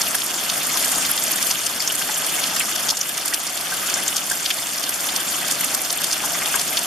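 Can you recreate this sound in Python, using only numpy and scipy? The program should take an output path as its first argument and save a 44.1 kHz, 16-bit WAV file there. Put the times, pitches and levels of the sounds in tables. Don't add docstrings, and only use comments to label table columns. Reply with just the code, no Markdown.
import sys
import numpy as np
from scipy import signal
from scipy.io import wavfile
from scipy.ndimage import uniform_filter1d

SR = 44100
rng = np.random.default_rng(int(sys.argv[2]) if len(sys.argv) > 2 else 0)


def to_wav(sig):
    pcm = np.clip(np.atleast_2d(sig), -1, 1) * 32767
    pcm = np.round(pcm).astype(np.int16)
    wavfile.write(sys.argv[1], SR, pcm.T)


N = 302658

# time in seconds, far reference level in dB, near reference level in dB.
SHOWER_LEVELS = [(0.0, -27, -23.5), (0.4, -26, -25.5), (0.85, -25.5, -22.5), (1.2, -26.5, -22.5),
                 (1.5, -26.5, -23), (1.9, -27, -24), (2.35, -27, -24.5), (2.85, -28, -27.5),
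                 (3.2, -27.5, -27), (3.45, -28, -24.5), (3.9, -25, -25), (4.7, -27.5, -24),
                 (5.2, -26, -24.5), (5.6, -27, -27), (6.2, -25, -24), (6.86, -23.5, -23)]
# frequency in Hz, relative density in dB per Hz.
WASH_SPECTRUM = [(20, -35), (40, -9.5), (90, -12.5), (170, 1.5), (300, -3.5), (430, 0), (650, 2),
                 (1000, -2.5), (1500, 2), (2200, -4), (3300, -3), (6000, -2.5), (12000, -1.5),
                 (16000, -9.5)]
# pitch in Hz, relative level in dB.
FILM_SPECTRUM = [(700, -6), (1000, -5.5), (1600, -4.5), (2500, -2), (3500, 0.5), (5000, 1), (7000, 5.5)]
# frequency in Hz, relative density in dB per Hz.
PATTER_SPECTRUM = [(800, -12.5), (1500, -12), (2300, -4), (3300, -8.5), (5000, -3), (7500, 1.5),
                   (10000, -1), (14000, 8)]
# start in seconds, level in dB over SMACK_S,
# lower band edge in Hz, upper band edge in Hz, straight path in dB on the scale of the wall echoes.
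FAT_DROPS = [(0.011, -15, 4430, 8650, -6), (0.063, -23, 1900, 6000, -2), (0.146, -14, 6500, 13000, -11),
             (0.213, -21.5, 2800, 5000, -8), (0.257, -20, 8000, 13000, -8), (0.337, -24, 4400, 6540, -4),
             (0.385, -32, 2600, 4230, -6), (0.494, -16.5, 3240, 6700, -2), (0.574, -22, 8500, 13100, -1),
             (0.663, -20, 8000, 13000, -12), (0.767, -18, 3400, 9000, -6), (0.785, -35, 3000, 3700, -10),
             (0.840, -16, 4900, 12200, -12), (0.853, -20, 8000, 12000, -13), (0.891, -24, 5500, 13000, -8),
             (0.912, -17.5, 6000, 10000, -12), (0.977, -18.5, 7700, 11500, -19),
             (1.051, -23, 2990, 6000, 4), (1.109, -14.5, 10000, 13000, -14), (1.172, -22, 3000, 6050, -12),
             (1.233, -19, 6500, 10100, -14), (1.275, -24, 4180, 6300, -8), (1.311, -15.5, 9600, 13700, -6),
             (1.33, -24, 4170, 6200, -10), (1.354, -19, 7500, 13000, -20), (1.421, -15, 4600, 11600, -11),
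             (1.462, -17, 8200, 13000, -8), (1.506, -14, 4070, 7500, -7), (1.549, -25, 2600, 4200, -3),
             (1.66, -14, 4740, 10300, -6), (1.798, -19, 4520, 5500, -7), (1.817, -22, 4600, 5600, -1),
             (1.876, -15, 5500, 6660, 16), (1.919, -19, 9500, 13500, -8), (1.948, -17, 6300, 11900, -7),
             (1.987, -22, 6500, 8500, -10), (2.016, -25.5, 2640, 4200, -9), (2.139, -24, 6380, 7450, -14),
             (2.259, -20, 7400, 12200, -14), (2.434, -19, 2900, 6000, -3), (2.562, -24, 2980, 6500, -2),
             (2.591, -16.5, 6700, 12500, -17), (2.606, -31, 2000, 3800, -8), (2.756, -23, 5100, 7750, -8),
             (2.8862, -16, 3330, 6850, 0), (2.902, -13, 4100, 6740, 3), (2.9705, -16.5, 4770, 8500, 7),
             (3.007, -13, 5460, 6800, -8), (3.086, -20.5, 8060, 13000, -8), (3.172, -17.5, 3330, 10500, -6),
             (3.252, -18, 8150, 12100, -14), (3.275, -17, 4950, 10000, -12),
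             (3.3376, -11.5, 3120, 10600, 1), (3.469, -19, 4500, 8000, 4), (3.549, -22.5, 6400, 8500, -16),
             (3.569, -20, 3200, 12000, -2), (3.665, -29, 2600, 4250, -6), (3.894, -19.5, 4970, 9000, -3),
             (3.9405, -13.5, 5600, 8000, 14), (4.0743, -12, 6030, 8300, -14),
             (4.122, -24.5, 2680, 3700, -11), (4.161, -11.5, 4370, 8900, -5),
             (4.175, -19.5, 3500, 7000, -4), (4.212, -28, 2800, 3800, -10), (4.295, -16, 4900, 9900, -12),
             (4.3105, -14, 6000, 12000, -8), (4.4552, -14.5, 2800, 5800, -2), (4.5042, -14, 2050, 5000, 3),
             (4.584, -24.5, 3200, 4800, 6), (4.538, -22, 6500, 13000, -8), (4.664, -22, 6000, 9000, -10),
             (4.778, -22, 4170, 6200, -6), (4.833, -19.5, 2800, 6550, -9), (4.861, -30.5, 2700, 4000, -6),
             (4.887, -15.5, 7940, 12400, -17), (4.937, -21.5, 6500, 8050, -6),
             (5.085, -24.5, 2580, 3980, -6), (5.1565, -15, 3420, 8600, -11), (5.282, -21, 6000, 9000, -2),
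             (5.476, -23, 3480, 12100, -15), (5.506, -16.5, 4730, 11100, -24),
             (5.516, -18, 5900, 8950, -12), (5.604, -17, 8000, 13000, -10),
             (5.639, -15.5, 6500, 13000, -13), (5.7423, -12, 5240, 12000, -3),
             (5.812, -18.5, 8000, 13000, -10), (5.844, -23, 4230, 6500, -8), (5.899, -17, 3520, 6950, -4),
             (5.922, -17, 7500, 11600, -20), (5.969, -19, 8000, 13000, -8), (6.012, -19, 4500, 12500, -6),
             (6.037, -13, 3300, 12400, -7), (6.108, -18, 4200, 7500, -1), (6.124, -12.5, 4200, 8400, -1),
             (6.255, -16.5, 5960, 12700, 1), (6.453, -21, 2800, 5530, -9), (6.553, -12.5, 7050, 11700, -16),
             (6.59, -16, 3800, 7500, -6), (6.609, -15.5, 5500, 11000, -6), (6.771, -12, 2870, 6660, 6),
             (6.786, -15.5, 5500, 11000, -6)]
# start in seconds, level in dB over SMACK_S,
# bubble pitch in Hz, bubble ring against the slap in dB.
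PUDDLE_DROPS = [(0.146, -23.5, 1620, -5), (0.146, -35, 890, -6), (0.757, -28, 1050, -8),
                (0.977, -28, 950, -5), (1.094, -29, 1480, -4), (1.504, -28, 2870, 0), (1.505, -30, 970, 1),
                (1.9, -24.5, 3000, 8), (2.014, -29, 1580, 0), (2.089, -26, 850, -2),
                (2.09, -26.5, 1700, -12), (2.383, -29, 2200, -1), (2.604, -23.5, 2530, -2),
                (2.61, -28, 2250, 0), (2.921, -28, 874, 0), (3.327, -24.5, 1990, 3), (3.722, -25, 1554, 11),
                (3.989, -27, 1970, 5), (4.313, -21.5, 1650, 18), (4.628, -28, 3550, 2.5),
                (5.633, -28.5, 2140, -2), (6.237, -22.5, 1040, -1), (6.319, -29.5, 680, 3),
                (6.344, -28, 2000, 2), (6.419, -23, 2070, 3), (6.542, -21.5, 1540, 2),
                (6.551, -26, 930, -1)]
# start in seconds, onset level in dB ahead of doorway and limiter.
THRESHOLD_DROPS = [(0.8277, -7), (0.9192, -7), (1.0652, -8), (1.2387, -8), (1.3592, -10), (1.4703, -7),
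                   (1.484, -11), (2.759, -8), (2.83, -9), (4.316, -7), (4.361, -11), (5.1235, -9),
                   (5.927, -5)]
# frequency in Hz, correlation (no unit).
STEREO_LIKENESS = [(40, 0.4), (200, 0.97), (450, 0.61), (750, 0.79), (1200, 0.57), (3500, 0.63),
                   (6500, 0.65), (9000, 0.077), (15000, 0.076)]
# delay in seconds, level in dB.
WALL_ECHOES = [(.0044, -1), (.0067, 1.5), (.0088, -4), (0.0113, -10)]
# frequency in Hz, width in Hz, left gain in dB, right gain in dB.
DOORWAY_MODES = [(287, 77, 6, 6), (453, 73, 0, -33), (690, 153, 4.5, 3.5), (1235, 130, 5, 2.5),
                 (1584, 170, 3, 4.5), (2050, 52, 2, 2), (3290, 1300, 5.5, 4.5), (7420, 620, 1, 1)]
# frequency in Hz, width in Hz.
TREBLE_NOTCHES = [(3925, 360), (7880, 220)]

SMACK_S = .01
LIMIT_DB, LIMIT_SHARE, RELEASE_DB_PER_S, ATTACK_S = -15.5, 0.92, 3.5, .022
ROLLOFF_HZ, CUTOFF_HZ = 14200, 15700


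def from_db(db):
    return 10 ** (np.asarray(db) / 20)


def rms_one(x):
    return x / np.sqrt(np.mean(x ** 2) + 1e-20)


def in_time(rows):
    s, *columns = np.transpose(rows)
    return [np.interp(np.arange(N) / SR, s, column) for column in columns]


def at_hz(points, hz):
    points_hz, values = np.transpose(points)
    return np.interp(np.log(hz), np.log(points_hz), values)


def likeness(hz):
    return np.clip(at_hz(STEREO_LIKENESS, hz), -1, 1)


def add(out, sound, start_s):
    i = int(np.clip(round(start_s * SR), 0, N - 1))
    out[:, i:i + sound.shape[1]] += sound[:, :N - i]


def delayed(x, s):
    return np.pad(x, (max(round(s * SR), 0), 0))[:len(x)]


def drift(knots_per_s):
    knots = rng.standard_normal(1024)
    return rms_one(np.interp(np.arange(N) / SR * knots_per_s, np.arange(len(knots)), knots))


def band_noise(low_hz, high_hz, size):
    low_hz = np.clip(low_hz, 10, .4 * SR)
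    high_hz = np.clip(high_hz, 1.1 * low_hz, .45 * SR)
    band = signal.butter(2, [low_hz, high_hz], "band", fs=SR, output="sos")
    settle = 4000
    mid, side = signal.sosfilt(band, rng.standard_normal((2, size + settle)))[:, settle:]
    alike = likeness(np.sqrt(low_hz * high_hz))
    return rms_one(np.sqrt(1 + alike) * mid + np.sqrt(1 - alike) * side * [[1], [-1]])


def wash(flicker_db):
    edges_hz = np.geomspace(18, 17000, 21)
    out = 0
    for low_hz, high_hz in zip(edges_hz, edges_hz[1:]):
        level_db = at_hz(WASH_SPECTRUM, np.sqrt(low_hz * high_hz)) + flicker_db * drift(60)
        out = out + from_db(level_db) * np.sqrt(high_hz - low_hz) * band_noise(low_hz, high_hz, N)
    return rms_one(out)


def arrivals(when_s, level_db, straight_db, scatter, hz, size):
    delay_s, arrival_db = np.transpose([(0, straight_db)] + WALL_ECHOES)
    path, lag, sign, side = rng.uniform(-1, 1, (4, np.size(when_s), len(delay_s)))
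    at = ((when_s + delay_s * (1 + scatter * path)) * SR).astype(int)
    strength = np.sign(sign) * from_db(level_db + arrival_db)
    alike = likeness(hz)
    clicks = np.full((2, size), 1e-18)
    clicks[:, at % size] += np.sqrt(1 + alike) * strength
    across = np.sqrt(1 - alike) * strength * np.sign(side)
    lag_samples = np.round(abs(lag) * SR / hz / 2).astype(int)
    clicks[:, (at + lag_samples) % size] += [across, -across]
    return clicks


def dribble(per_s, spread_db, cycles):
    out, pitches_hz = 0, np.geomspace(760, 7500, 24)
    for hz in pitches_hz:
        when, size = rng.random((2, int(per_s * N / SR / len(pitches_hz)), 1))
        size_db = at_hz(FILM_SPECTRUM, hz) + spread_db * np.minimum(-np.log(size), 1.6)
        clicks = arrivals(when * N / SR, size_db, straight_db=0, scatter=.4, hz=hz, size=N)
        ringing = signal.iirpeak(hz, np.pi * cycles / np.log(1000), fs=SR)
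        out = out + signal.lfilter(*ringing, clicks) / np.sqrt(hz)
    return rms_one(out)


def smack(clicks, low_hz, high_hz):
    low_hz = np.clip(low_hz, 100, .38 * SR)
    high_hz = np.clip(high_hz, 1.1 * low_hz, .45 * SR)
    band = signal.butter(2, [low_hz, high_hz], "band", fs=SR, output="sos")
    return rms_one(signal.sosfilt(band, clicks))


def patter(per_s, spread_db, narrow_octaves, wide_octaves):
    out, pitches_hz = 0, np.geomspace(1400, 13000, 42)
    for k, hz in enumerate(pitches_hz):
        count = int(per_s * N / SR * hz / pitches_hz.sum())
        when, size = rng.random((2, count, 1))
        size_db = spread_db * np.minimum(-np.log(size), 2.6)
        clicks = arrivals(when * N / SR, size_db, straight_db=-4, scatter=.3, hz=hz, size=N)
        width_octaves = wide_octaves if k % 3 else narrow_octaves
        reach = 2 ** (width_octaves / 2)
        level = from_db(at_hz(PATTER_SPECTRUM, hz)) * np.sqrt(hz)
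        out = out + level * smack(clicks, hz / reach, hz * reach)
    return rms_one(out)


def bubble(hz, cycles, rise_per_s, echo_db, size=SR // 20):
    t = np.arange(size) / SR
    decay = np.exp(-np.log(1000) * hz * t / cycles)
    ring = np.sin(2 * np.pi * hz * t * (1 + rise_per_s * t / 2)) * decay
    paths = rng.uniform(.85, 1.2, len(WALL_ECHOES))
    echoes = sum(from_db(db) * delayed(ring, s * path) for (s, db), path in zip(WALL_ECHOES, paths))
    return ring + from_db(echo_db) * echoes


def pings(per_s, spread_db):
    out = np.zeros((2, N))
    for when, size, pitch, side in rng.random((int(per_s * N / SR), 4)):
        hz = 5000 + 7500 * pitch
        size_db = spread_db * min(-np.log(size), 2.5) + 10 * np.log10(pitch + .15)
        pan_db = 8 * (side - .5) * np.array([[1], [-1]])
        ring = bubble(hz, cycles=62, rise_per_s=4, echo_db=2, size=SR // 40)
        add(out, from_db(size_db + pan_db) * ring, when * N / SR)
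    return rms_one(out)


def snap(low_hz):
    t = np.arange(SR // 200) / SR
    return np.exp(-t / .00022) * band_noise(low_hz, 14300, len(t))


def ticks(per_s, range_db):
    out = np.zeros((2, N))
    for when, size, pitch in rng.random((int(per_s * N / SR), 3)):
        add(out, from_db(-range_db * size) * snap(3500 + 5000 * pitch), when * N / SR)
    return out


def splash_shape(impacts, straight_db, burst_s, spray_db, spray_s):
    power = impacts ** 2
    paths = [(0.0027, straight_db)] + WALL_ECHOES
    arriving = sum(from_db(db) ** 2 * delayed(power, s) for s, db in paths) + 1e-18
    burst, spray = (signal.lfilter([1], [1, -np.exp(-1 / (s * SR))], arriving) for s in (burst_s, spray_s))
    return np.sqrt(burst + from_db(spray_db) ** 2 * spray)


def fat_drops(crack_db, spray_db, ring_db):
    out, size = np.zeros((2, N)), SR // 20
    impact = signal.unit_impulse(size)
    for start_s, db, low_hz, high_hz, straight_db in FAT_DROPS:
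        hz = np.sqrt(low_hz * high_hz)
        clicks = arrivals(0, 0, straight_db, scatter=.04, hz=hz, size=size)
        crack = smack(np.roll(clicks, SR // 4000, axis=1), 7000, 14000)
        pulse = smack(clicks, low_hz, high_hz) + from_db(crack_db) * crack
        shape = splash_shape(impact, straight_db, burst_s=.0006, spray_db=-19, spray_s=.004)
        spray = rms_one(shape * band_noise(low_hz, high_hz, size))
        ring = rms_one(bubble(hz, cycles=30, rise_per_s=0, echo_db=-straight_db))
        splash = pulse + from_db(spray_db) * spray + from_db(ring_db) * ring
        add(out, from_db(db) * np.sqrt(SMACK_S * SR / size) * rms_one(splash), start_s)
    return out


def plops(slosh_db, cycles, rise_per_s):
    out, size = np.zeros((2, N)), SR // 20
    shape = splash_shape(signal.unit_impulse(size), straight_db=3, burst_s=.0015, spray_db=-12, spray_s=.006)
    for start_s, db, hz, ring_db in PUDDLE_DROPS:
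        low_hz, high_hz = .74 * hz, 1.35 * hz
        clicks = arrivals(0, 0, straight_db=1, scatter=.1, hz=hz, size=size)
        slap = smack(clicks, low_hz, high_hz)
        slosh = rms_one(shape * band_noise(low_hz, high_hz, size))
        water = rms_one(slap + from_db(slosh_db) * slosh)
        ring = rms_one(bubble(hz, cycles, rise_per_s, echo_db=-5.0))
        plop = rms_one(water + from_db(ring_db) * ring)
        add(out, from_db(db) * np.sqrt(SMACK_S * SR / size) * plop, start_s)
    return out


def sharp_ticks():
    out = np.zeros((2, N))
    for start_s, db in THRESHOLD_DROPS:
        add(out, from_db(db) * snap(6000), start_s)
    return out


def doorway(x):
    for hz, width_hz, left_db, right_db in DOORWAY_MODES:
        mode = signal.lfilter(*signal.iirpeak(hz, hz / width_hz, fs=SR), x)
        x = x + (from_db([[left_db], [right_db]]) - 1) * mode
    bass = signal.lfilter(*signal.butter(1, 800, fs=SR), x)
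    return x + (from_db([[1.2], [-1.4]]) - 1) * bass


def limiter(x):
    power = uniform_filter1d(np.mean(x ** 2, axis=0), int(SMACK_S * SR))
    level_db = 10 * np.log10(np.abs(power) + 1e-12)
    over_db = LIMIT_SHARE * np.maximum(level_db - LIMIT_DB, 0)
    climb_db = RELEASE_DB_PER_S * np.arange(N) / SR
    cut_db = np.maximum.accumulate(over_db + climb_db) - climb_db
    keep = np.exp(-1 / (ATTACK_S * SR))
    return x * from_db(-signal.lfilter([1 - keep], [1, -keep], cut_db))


def scene():
    far_db, near_db = in_time(SHOWER_LEVELS)
    far = from_db(far_db) * wash(flicker_db=1.13)
    film = from_db(far_db - 3) * dribble(per_s=400, spread_db=5.5, cycles=16)
    grain = patter(per_s=750, spread_db=5.6, narrow_octaves=.24, wide_octaves=1.05)
    spatter = from_db(near_db - 0.6) * grain
    fizz = from_db(near_db - 6.5) * pings(per_s=170, spread_db=4)
    snaps = from_db(near_db + 15) * ticks(per_s=10, range_db=9) + sharp_ticks()
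    close = fat_drops(crack_db=-8, spray_db=-3, ring_db=-10)
    puddles = plops(slosh_db=-7, cycles=48, rise_per_s=1.2)
    return doorway(far + film + spatter + fizz + snaps + close + puddles)


def record(dry):
    sound = .78 * np.tanh(limiter(dry) / .78)
    for hz, width_hz in TREBLE_NOTCHES:
        sound = signal.lfilter(*signal.iirnotch(hz, hz / width_hz, fs=SR), sound)
    dull = signal.sosfilt(signal.butter(12, ROLLOFF_HZ, fs=SR, output="sos"), sound)
    return signal.sosfilt(signal.cheby2(16, 60, CUTOFF_HZ, fs=SR, output="sos"), dull)


dry = scene()
out = record(dry)
to_wav(out)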